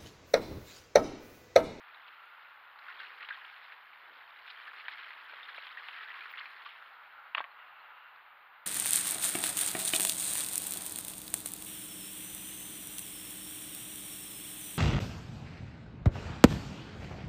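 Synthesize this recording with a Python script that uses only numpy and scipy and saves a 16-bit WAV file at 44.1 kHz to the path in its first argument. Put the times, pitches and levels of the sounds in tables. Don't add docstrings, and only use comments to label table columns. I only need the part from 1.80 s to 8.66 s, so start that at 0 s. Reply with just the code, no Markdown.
import sys
import numpy as np
from scipy import signal
from scipy.fft import rfft, irfft, next_fast_len
from scipy.io import wavfile
from scipy.ndimage import map_coordinates

SR = 44100
rng = np.random.default_rng(int(sys.argv[2]) if len(sys.argv) > 2 else 0)


def inscribe(sig):
    pcm = np.round(np.clip(np.atleast_2d(sig).T, -1, 1) * 32767)
    wavfile.write(sys.argv[1], SR, pcm.astype(np.int16))


N = 302526

# frequency_hz, gain_db
CASE_RESPONSE = [(30, -44.5), (150, -27), (400, -9.5), (900, 2.5), (2800, 3), (4200, -4.5), (5200, -18.5),
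                 (6100, -42), (7000, -54), (8200, -56.5), (10000, -33.5), (15000, -43)]
SMOOTH_DB = -55.5


def amp(db):
    return 10 ** (np.asarray(db) / 20)


def unit(x):
    return x / np.sqrt(np.mean(x ** 2) + 1e-20)


def wobble(rate):
    knots = rng.standard_normal(int(N * rate / SR) + 4)
    return map_coordinates(knots, [np.arange(N) * rate / SR])


def swells(rows):
    t = np.arange(N) / SR
    return sum(height * np.exp(-((t - s) / width) ** 2 / 2) for s, height, width in rows)


def colour(x, points):
    m = 2 * next_fast_len(len(x) // 2 + 2048)
    hz, db = np.transpose(points)
    gain = amp(np.interp(np.log(np.fft.rfftfreq(m, 1 / SR) + 1), np.log(hz), db))
    cepstrum = irfft(np.log(np.maximum(gain, 1e-6)), m)
    cepstrum[1:m // 2] *= 2
    cepstrum[m // 2 + 1:] = 0
    response = np.exp(rfft(cepstrum))
    return irfft(rfft(x, m) * response, m)[:len(x)]


def noise(points):
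    return unit(colour(rng.standard_normal(N), points))


def fade(t, t60):
    return np.exp(-np.log(1000) * t / t60)


def add(track, s, sound):
    part = track[round(s * SR):][:len(sound)]
    part += sound[:len(part)]


def grains(rate, spread_db, centre_hz, scatter, cycles, size=N):
    chance, draw = rng.random(size), rng.standard_normal((size, 4))
    start = np.flatnonzero(chance < rate / SR)
    draw = draw[start]
    hz = np.clip(centre_hz * np.exp(scatter * draw[:, :1]), 400, 6000)
    strength = amp(spread_db * np.minimum(draw[:, 1:2], 2)) * np.sign(draw[:, 2:3])
    life = cycles * np.exp(draw[:, 3:] / 2) / hz
    k = np.arange(SR // 50)
    attack = 1 - np.exp(-hz * k / SR)
    pops = strength * np.sin(2 * np.pi * hz * k / SR) * fade(k / SR, life) * attack
    pops = pops / np.sqrt(life)
    return unit(np.bincount((start[:, None] + k).ravel(), pops.ravel(), size)[:size])


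def resonance(hz, width_hz, drift):
    pole = np.exp(-np.pi * width_hz / SR)
    swell = signal.lfilter([1], np.poly([pole, pole]), rng.standard_normal((2, N)))
    turn = 2 * np.pi * np.cumsum(hz * (1 + drift)) / SR
    return unit(swell[0] * np.cos(turn) + swell[1] * np.sin(turn))


def tyres(bite_db):
    # frequency_hz, level_db
    rolling_spectrum = [(200, -48), (350, -28), (500, -16.5), (640, -11), (830, -2), (1050, -0.5),
                        (1400, 1.5), (1800, -3), (2300, -6.5), (3000, -12.5), (3600, -17), (4200, -23),
                        (5000, -37.5), (6200, -60.5)]
    crackle_spectrum = [(300, -47), (600, -27), (900, -11.5), (1250, 1), (1800, 4), (2500, -3.5),
                        (3300, -2.5), (3750, -10.5), (4150, -8), (4800, -16.5), (5500, -24.5),
                        (6200, -64.5), (10000, -86.5)]
    # time_s, gain_db, half_length_s
    wet_patch = [(5.9, 3, 0.5)]
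    # time_s, crackle_gain_db, further_tick_gain_db, half_length_s
    crunches = [(0.273, 0, 11, 0.021), (1.223, 2, 1.5, .04), (2.29, 2.5, 3, 0.17), (2.699, 1, 9.5, 0.023),
                (3.223, 3.5, 2, 0.078), (3.795, -2, 6, 0.14), (4.233, 2, 0, 0.063), (4.88, 2, 8.5, 0.024)]
    hiss_db, hiss_growth = -56.5, 0.13
    smooth_fall = 1

    hiss_level_db = hiss_db + hiss_growth * (bite_db - SMOOTH_DB) + swells(wet_patch)
    hiss = amp(hiss_level_db + 0.53 * wobble(40)) * noise(rolling_spectrum)

    fractures = rng.standard_normal(N) * (rng.random(N) < 1300 / SR)
    fine = unit(colour(fractures, crackle_spectrum))
    pops = grains(rate=520, spread_db=0.0, centre_hz=1685, scatter=0.234, cycles=41.0)
    pops = unit(colour(pops, CASE_RESPONSE))
    ticks = grains(rate=300, spread_db=1, centre_hz=3650, scatter=0.2, cycles=25)
    ticks = unit(colour(ticks, CASE_RESPONSE))
    coarse = grains(rate=170, spread_db=3, centre_hz=2100, scatter=0.3, cycles=6)
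    coarse = unit(colour(coarse, CASE_RESPONSE))

    crunch_db = swells([(s, db, width) for s, db, _, width in crunches])
    grit_db = swells([(s, db, width) for s, _, db, width in crunches])
    crackle_db = bite_db + smooth_fall * np.minimum(bite_db - SMOOTH_DB, 0) + crunch_db
    clumps = amp(crackle_db + 1.6 * np.tanh(wobble(70)))
    fragments = amp(-2.0) * (fine + coarse) / np.sqrt(2)
    crackle = fragments + amp(-1.8) * pops + amp(grit_db - 10.5) * ticks
    return hiss + clumps * crackle


def ground(bite_db):
    # frequency_hz, level_db
    drumming_spectrum = [(60, -31), (150, -22), (280, -8), (450, 1), (700, -1), (1200, -9), (2500, -49)]
    # time_s, gain_db, half_length_s
    ruts = [(1.22, 5.5, 0.14), (2.33, 10, 0.085), (3.3, 4.5, 0.16), (3.54, 8.5, 0.022), (3.67, 6.5, 0.064)]
    drum_db, drum_growth = -80.5, 0.89
    level_db = drum_db + drum_growth * (bite_db - SMOOTH_DB) + swells(ruts)
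    flutter_db = 3.5 * np.tanh(wobble(35)) + 1.8 * wobble(130)
    return amp(level_db + flutter_db) * noise(drumming_spectrum)


def spray(bite_db):
    # frequency_hz, level_db
    spray_spectrum = [(4000, -43.5), (6100, -6.5), (6800, -1), (8100, -16.5), (9000, -2), (10000, 2.5),
                      (12000, -2), (15500, -5.5)]
    spray_db, spray_growth = -89, 0.84
    speckle_db = 1.8 * wobble(30) + 2.5 * wobble(300)
    level_db = spray_db + spray_growth * (bite_db - SMOOTH_DB) + speckle_db
    return amp(level_db) * noise(spray_spectrum)


def self_noise():
    # frequency_hz, level_db
    floor_spectrum = [(20, 7), (45, 5.5), (59, 17.5), (75, 14), (200, 14.5), (1000, 19.5), (5000, -0.5),
                      (6100, -30), (6800, -11), (8100, -14.5), (10000, -3.5), (13000, 4), (15700, -1)]
    return amp(-80.0) * noise(floor_spectrum)


def whine():
    whine_hz, slips_per_s, slip_turns = 13698, 84.4, 0.4775
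    t = np.arange(N) / SR
    turns = whine_hz * t + slip_turns * np.floor(slips_per_s * t)
    return amp(-84.0) * unit(np.sin(2 * np.pi * turns))


def snaps():
    # time_s, level_db (rms over the first 10 ms), pitch_hz, crumbs_db (relative to the pop)
    clods = [(0.145, -57.5, 3550, -3), (0.957, -53, 1370, -12), (0.989, -52.5, 1400, 3),
             (1.084, -44, 1556, -14), (1.102, -51, 2070, -9), (1.112, -50.5, 1760, -8),
             (1.201, -42, 1624, -11), (1.218, -53, 2000, -4), (1.406, -46, 1670, -3),
             (1.426, -49, 1770, -12), (1.447, -48.5, 2900, -2), (1.503, -46, 1383, -9),
             (1.5068, -37.5, 1838, -22), (1.572, -50, 1280, -8), (2.877, -44.5, 1610, -9),
             (2.933, -50, 1240, -2), (3.062, -53, 2000, -14), (3.134, -47, 2150, -10),
             (3.495, -48.5, 1730, -6), (3.567, -53, 2030, -16), (3.63, -48, 3450, -3),
             (3.687, -48.5, 1740, -5), (3.745, -48, 1630, 1), (3.778, -45.5, 2220, -16),
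             (3.833, -50.5, 1850, -13), (3.972, -42, 1695, -17), (4.022, -51, 1200, -14),
             (4.162, -48, 1700, -10), (4.208, -46.5, 1940, -18), (4.303, -44, 1940, -21),
             (4.408, -47.5, 2220, -11), (4.457, -47, 1570, -19), (4.537, -46, 2150, -18),
             (4.61, -43, 1846, -12), (4.656, -45, 2570, 2), (4.765, -53, 1830, -1), (4.861, -44, 1390, -9),
             (5.797, -56, 1680, -15), (6.36, -55, 1380, -4)]
    # frequency_hz, gain_db
    crumb_spectrum = [(30, -64), (200, -40), (600, -15.5), (1100, 3), (2000, 8), (3100, -4), (4200, -3.5),
                      (5200, -21), (6100, -49), (8200, -59), (10000, -41)]
    track, t = np.zeros(N), np.arange(SR // 16) / SR
    head, rise = t < 0.01, 1 - np.exp(-t / 0.004)
    for s, db, hz, crumbs_db in clods:
        pop = np.sin(2 * np.pi * hz * t) * fade(t, 0.0082) * rise
        lag = np.maximum(t - rng.uniform(0.00128, 0.00384), 0)
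        tail_hz = hz * rng.uniform(0.825, 1.16)
        pop += 0.07 * np.sin(2 * np.pi * tail_hz * lag) * fade(lag, 0.066)
        scatter = rng.standard_normal(len(t)) * (fade(t, 0.028) + 0.085 * fade(t, 0.057))
        crumbs = colour(scatter, crumb_spectrum)
        snap = unit(colour(pop, CASE_RESPONSE)) + amp(crumbs_db) * unit(crumbs)
        add(track, s, amp(db) * snap / np.std(snap[head]))
    return track


def whirr():
    # start_s, end_s, lower_resonance_db, upper_resonance_db
    stretches = [(0.345, 0.676, -61, -70), (0.86, 0.99, -64, -90), (5.06, 5.488, -59.5, -81),
                 (5.81, 6.305, -62, -66), (6.61, 6.86, -77, -78)]
    fade_s, wander = 0.12, 0.01006
    t = np.arange(N) / SR
    start, end, lower_db, upper_db = np.transpose(stretches)[:, :, None]
    contact = np.clip(1 + np.minimum(t - start, end - t) / fade_s, 0, 1)
    lower, upper = np.sum(contact * amp([lower_db, upper_db]), axis=1)
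    drift = wander * wobble(6)
    low_tone = resonance(hz=1390, width_hz=225, drift=drift)
    high_tone = resonance(hz=2770, width_hz=370, drift=drift)
    return amp(2.0 * wobble(10)) * (lower * low_tone + upper * high_tone)


def twigs():
    # time_s, level_db (rms over the first 10 ms), centre_hz
    breaks = [(0.28, -54, 3100), (1.488, -42.5, 2600), (1.922, -49, 1900), (2.678, -48, 2600),
              (3.008, -48.5, 2300), (3.0824, -36.5, 1950), (3.3057, -46, 1900), (3.8687, -45, 2900),
              (4.0855, -42, 2400)]
    # frequency_hz, gain_db
    wood_spectrum = [(30, -66), (200, -38), (500, -15.5), (1000, 3), (2000, 4.5), (3000, 0.5), (4000, -6),
                     (5000, -24), (6100, -53), (8200, -54), (10000, -39), (15000, -44)]
    splinters_per_s, splinter_t60_s, break_db = 3300, 0.043, 5.5
    track, t = np.zeros(N), np.arange(SR // 16) / SR
    for s, db, hz in breaks:
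        splinters = rng.choice([-1, 1], len(t)) * (rng.random(len(t)) < splinters_per_s / SR)
        clicks = splinters * fade(t, splinter_t60_s)
        clicks[0] = amp(break_db)
        crack = colour(clicks, wood_spectrum)
        crack = colour(crack, [(hz / 2, -5), (hz, 0), (hz * 2, -5)])
        add(track, s, amp(db) * crack / np.std(crack[t < 0.01]))
    return track


def spurts():
    # start_s, length_s, level_db (rms over that length), pitch_hz
    squirts = [(1.09, 0.019, -59, 1650), (1.186, 0.031, -52.5, 2230), (1.243, 0.018, -56, 1920),
               (1.409, 0.03, -48, 1780), (1.52, 0.036, -49.5, 2020), (1.562, 0.014, -59, 2720),
               (1.641, 0.01, -51, 1660), (1.826, 0.037, -62.5, 3270), (2.693, 0.014, -52, 3040),
               (2.848, 0.029, -53, 1890), (2.962, 0.046, -53, 1920), (3.112, 0.025, -52, 2660),
               (3.172, 0.037, -53, 2240), (3.522, 0.025, -51.5, 1590), (3.685, 0.013, -51.5, 1780),
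               (4.129, 0.053, -51, 1800), (4.215, 0.041, -53.5, 1990), (4.337, 0.069, -52.5, 1630),
               (4.571, 0.032, -44.5, 1840)]
    # frequency_hz, gain_db
    mud_spectrum = [(200, -30), (600, -28.5), (1100, 2.5), (2800, 1), (4200, 0.5), (5200, -11.5),
                    (6100, -39), (8200, -51), (10000, -30), (15000, -32)]
    rise_s, t60_s = 0.0024, 0.045
    track, t = np.zeros(N), np.arange(SR // 8) / SR
    for s, length, db, hz in squirts:
        flow = np.minimum(t / rise_s, 1) * fade(np.maximum(t - length, 0), t60_s)
        patter = grains(rate=1300, spread_db=2.5, centre_hz=hz, scatter=0.359, cycles=17, size=len(t))
        spurt = flow * colour(patter, mud_spectrum)
        add(track, s, amp(db) * spurt / np.std(spurt[t < length]))
    return track


def knocks():
    # time_s, level_db (rms over the first 10 ms), pitch_hz, crack_db, crack_upper_edge_hz, ring_db
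    blows = [(3.534, -52.5, 560, -3, 1800, -26), (3.7815, -46, 560, 2, 1600, -28),
             (5.5478, -38.5, 2820, -8, 12000, -34), (5.5492, -30, 2130, -10.5, 12000, -32.5),
             (5.5512, -40, 1100, -23, 3000, -27), (5.5712, -43, 1080, -23, 2000, -25.5),
             (5.577, -40.5, 1900, -18, 3000, -29), (5.5808, -31.5, 1310, -15, 9000, -31),
             (5.589, -42.5, 1060, -19, 2500, -27), (5.5955, -45, 1700, -24, 3000, -36),
             (5.6042, -35, 864, -16, 1500, -23.5), (5.6078, -50, 845, -19, 2000, -15),
             (5.6107, -45, 1960, -10, 5000, -24), (5.6415, -44.5, 2020, -16, 5000, -29),
             (5.6465, -49, 1900, -19, 3000, -25)]
    # frequency_hz, level_db, t60_s
    frame_modes = [(276, -1.5, 0.04), (321, -8, 0.057), (597, -0.5, 0.037), (713, 1, 0.069),
                   (1104, 9, 0.041), (1330, 4, 0.027), (1594, -0.5, 0.085), (1844, 2, 0.081),
                   (2250, -8, 0.036), (2655, -9, 0.058), (3500, -11, 0.035), (4340, -14, 0.073)]
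    # frequency_hz, gain_db
    crack_spectrum = [(200, -6), (500, -4.5), (900, 0), (3000, 7.5), (4400, -5), (5600, -7), (7000, 3),
                      (9000, -1), (13000, -3)]
    track, t = np.zeros(N), np.arange(SR // 8) / SR
    mode_hz, mode_db, mode_t60 = np.transpose(frame_modes)[:, :, None]
    for s, db, hz, crack_db, edge_hz, ring_db in blows:
        thump = np.sin(2 * np.pi * hz * t) * fade(t, 7 / hz) * (1 - np.exp(-2 * hz * t))
        crack = amp(crack_db) * rng.standard_normal(len(t)) * (fade(t, 0.019) + 0.05 * fade(t, 0.09))
        crack = colour(crack, [(edge_hz, 0), (2 * edge_hz, -18)])
        strength = amp(mode_db + rng.normal(0, 0.78, mode_db.shape))
        strength = strength * rng.choice([-1, 1], mode_db.shape)
        ring = np.sum(strength * np.sin(2 * np.pi * mode_hz * t) * fade(t, mode_t60), axis=0)
        knock = thump + colour(crack, crack_spectrum) + amp(ring_db) * ring
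        knock = colour(knock, CASE_RESPONSE)
        add(track, s, amp(db) * knock / np.std(knock[t < 0.01]))
    return track


def pings():
    # time_s, level_db (rms at the peak)
    grazes = [(3.748, -64), (5.718, -70), (5.88, -73), (6.006, -70)]
    half_length_s = 0.0052
    touch = swells([(s, amp(db), half_length_s) for s, db in grazes])
    return touch * resonance(hz=4220, width_hz=140, drift=np.zeros(N))


def brake():
    # time_s, level_db (rms at the peak), half_length_s
    squeaks = [(4.292, -81, .014), (4.398, -86, .018), (4.517, -66, 0.0091)]
    touch = swells([(s, amp(db), width) for s, db, width in squeaks])
    pitch_hz = 15200 + 80 * wobble(250)
    return touch * unit(np.sin(2 * np.pi * np.cumsum(pitch_hz) / SR))


def chatter():
    # time_s, level_db (rms at the peak), half_length_s
    shakes = [(5.574, -46, 0.0052), (5.584, -42, 0.0026), (5.596, -44, 0.0031)]
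    # frequency_hz, gain_db
    chain_spectrum = [(200, -49), (600, -22), (1000, -8.5), (1700, -4), (2700, -1), (3100, -8), (3600, 0),
                      (4000, -13), (4500, -13), (5500, -34), (7000, -45.5)]
    shake = swells([(s, amp(db), width) for s, db, width in shakes])
    patter = grains(rate=2600, spread_db=-0.5, centre_hz=2760, scatter=0.35, cycles=22)
    return shake * unit(colour(patter, chain_spectrum))


def scene():
    # time_s, bite_db
    bite_points = [(0.0, -57.5), (0.99, -59.5), (1.07, -53.5), (1.25, -53), (1.37, -54), (1.53, -55),
                   (1.93, -56.5), (2.03, -59.5), (2.6, -57), (2.8, -53), (3.13, -53.5), (3.38, -54.5),
                   (3.57, -52), (3.69, -51.5), (4.05, -51.5), (4.4, -50.5), (4.8, -54), (5.1, -58),
                   (5.35, -60.5), (6.04, -63.5), (6.51, -67), (6.86, -66)]
    times, levels_db = np.transpose(bite_points)
    bite_db = np.interp(np.arange(N) / SR, times, levels_db)
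    rolling = tyres(bite_db) + ground(bite_db) + spray(bite_db) + whirr()
    trail = snaps() + twigs() + spurts()
    bike = knocks() + pings() + brake() + chatter()
    return (rolling + trail + bike + self_noise())[None]


def record(dry):
    top_hz = 15750
    m = next_fast_len(N + SR // 2)
    kept = np.fft.rfftfreq(m, 1 / SR) < top_hz
    return irfft(rfft(dry + whine(), m) * kept, m)[:, :N]


dry = scene()
out = record(dry)
inscribe(out)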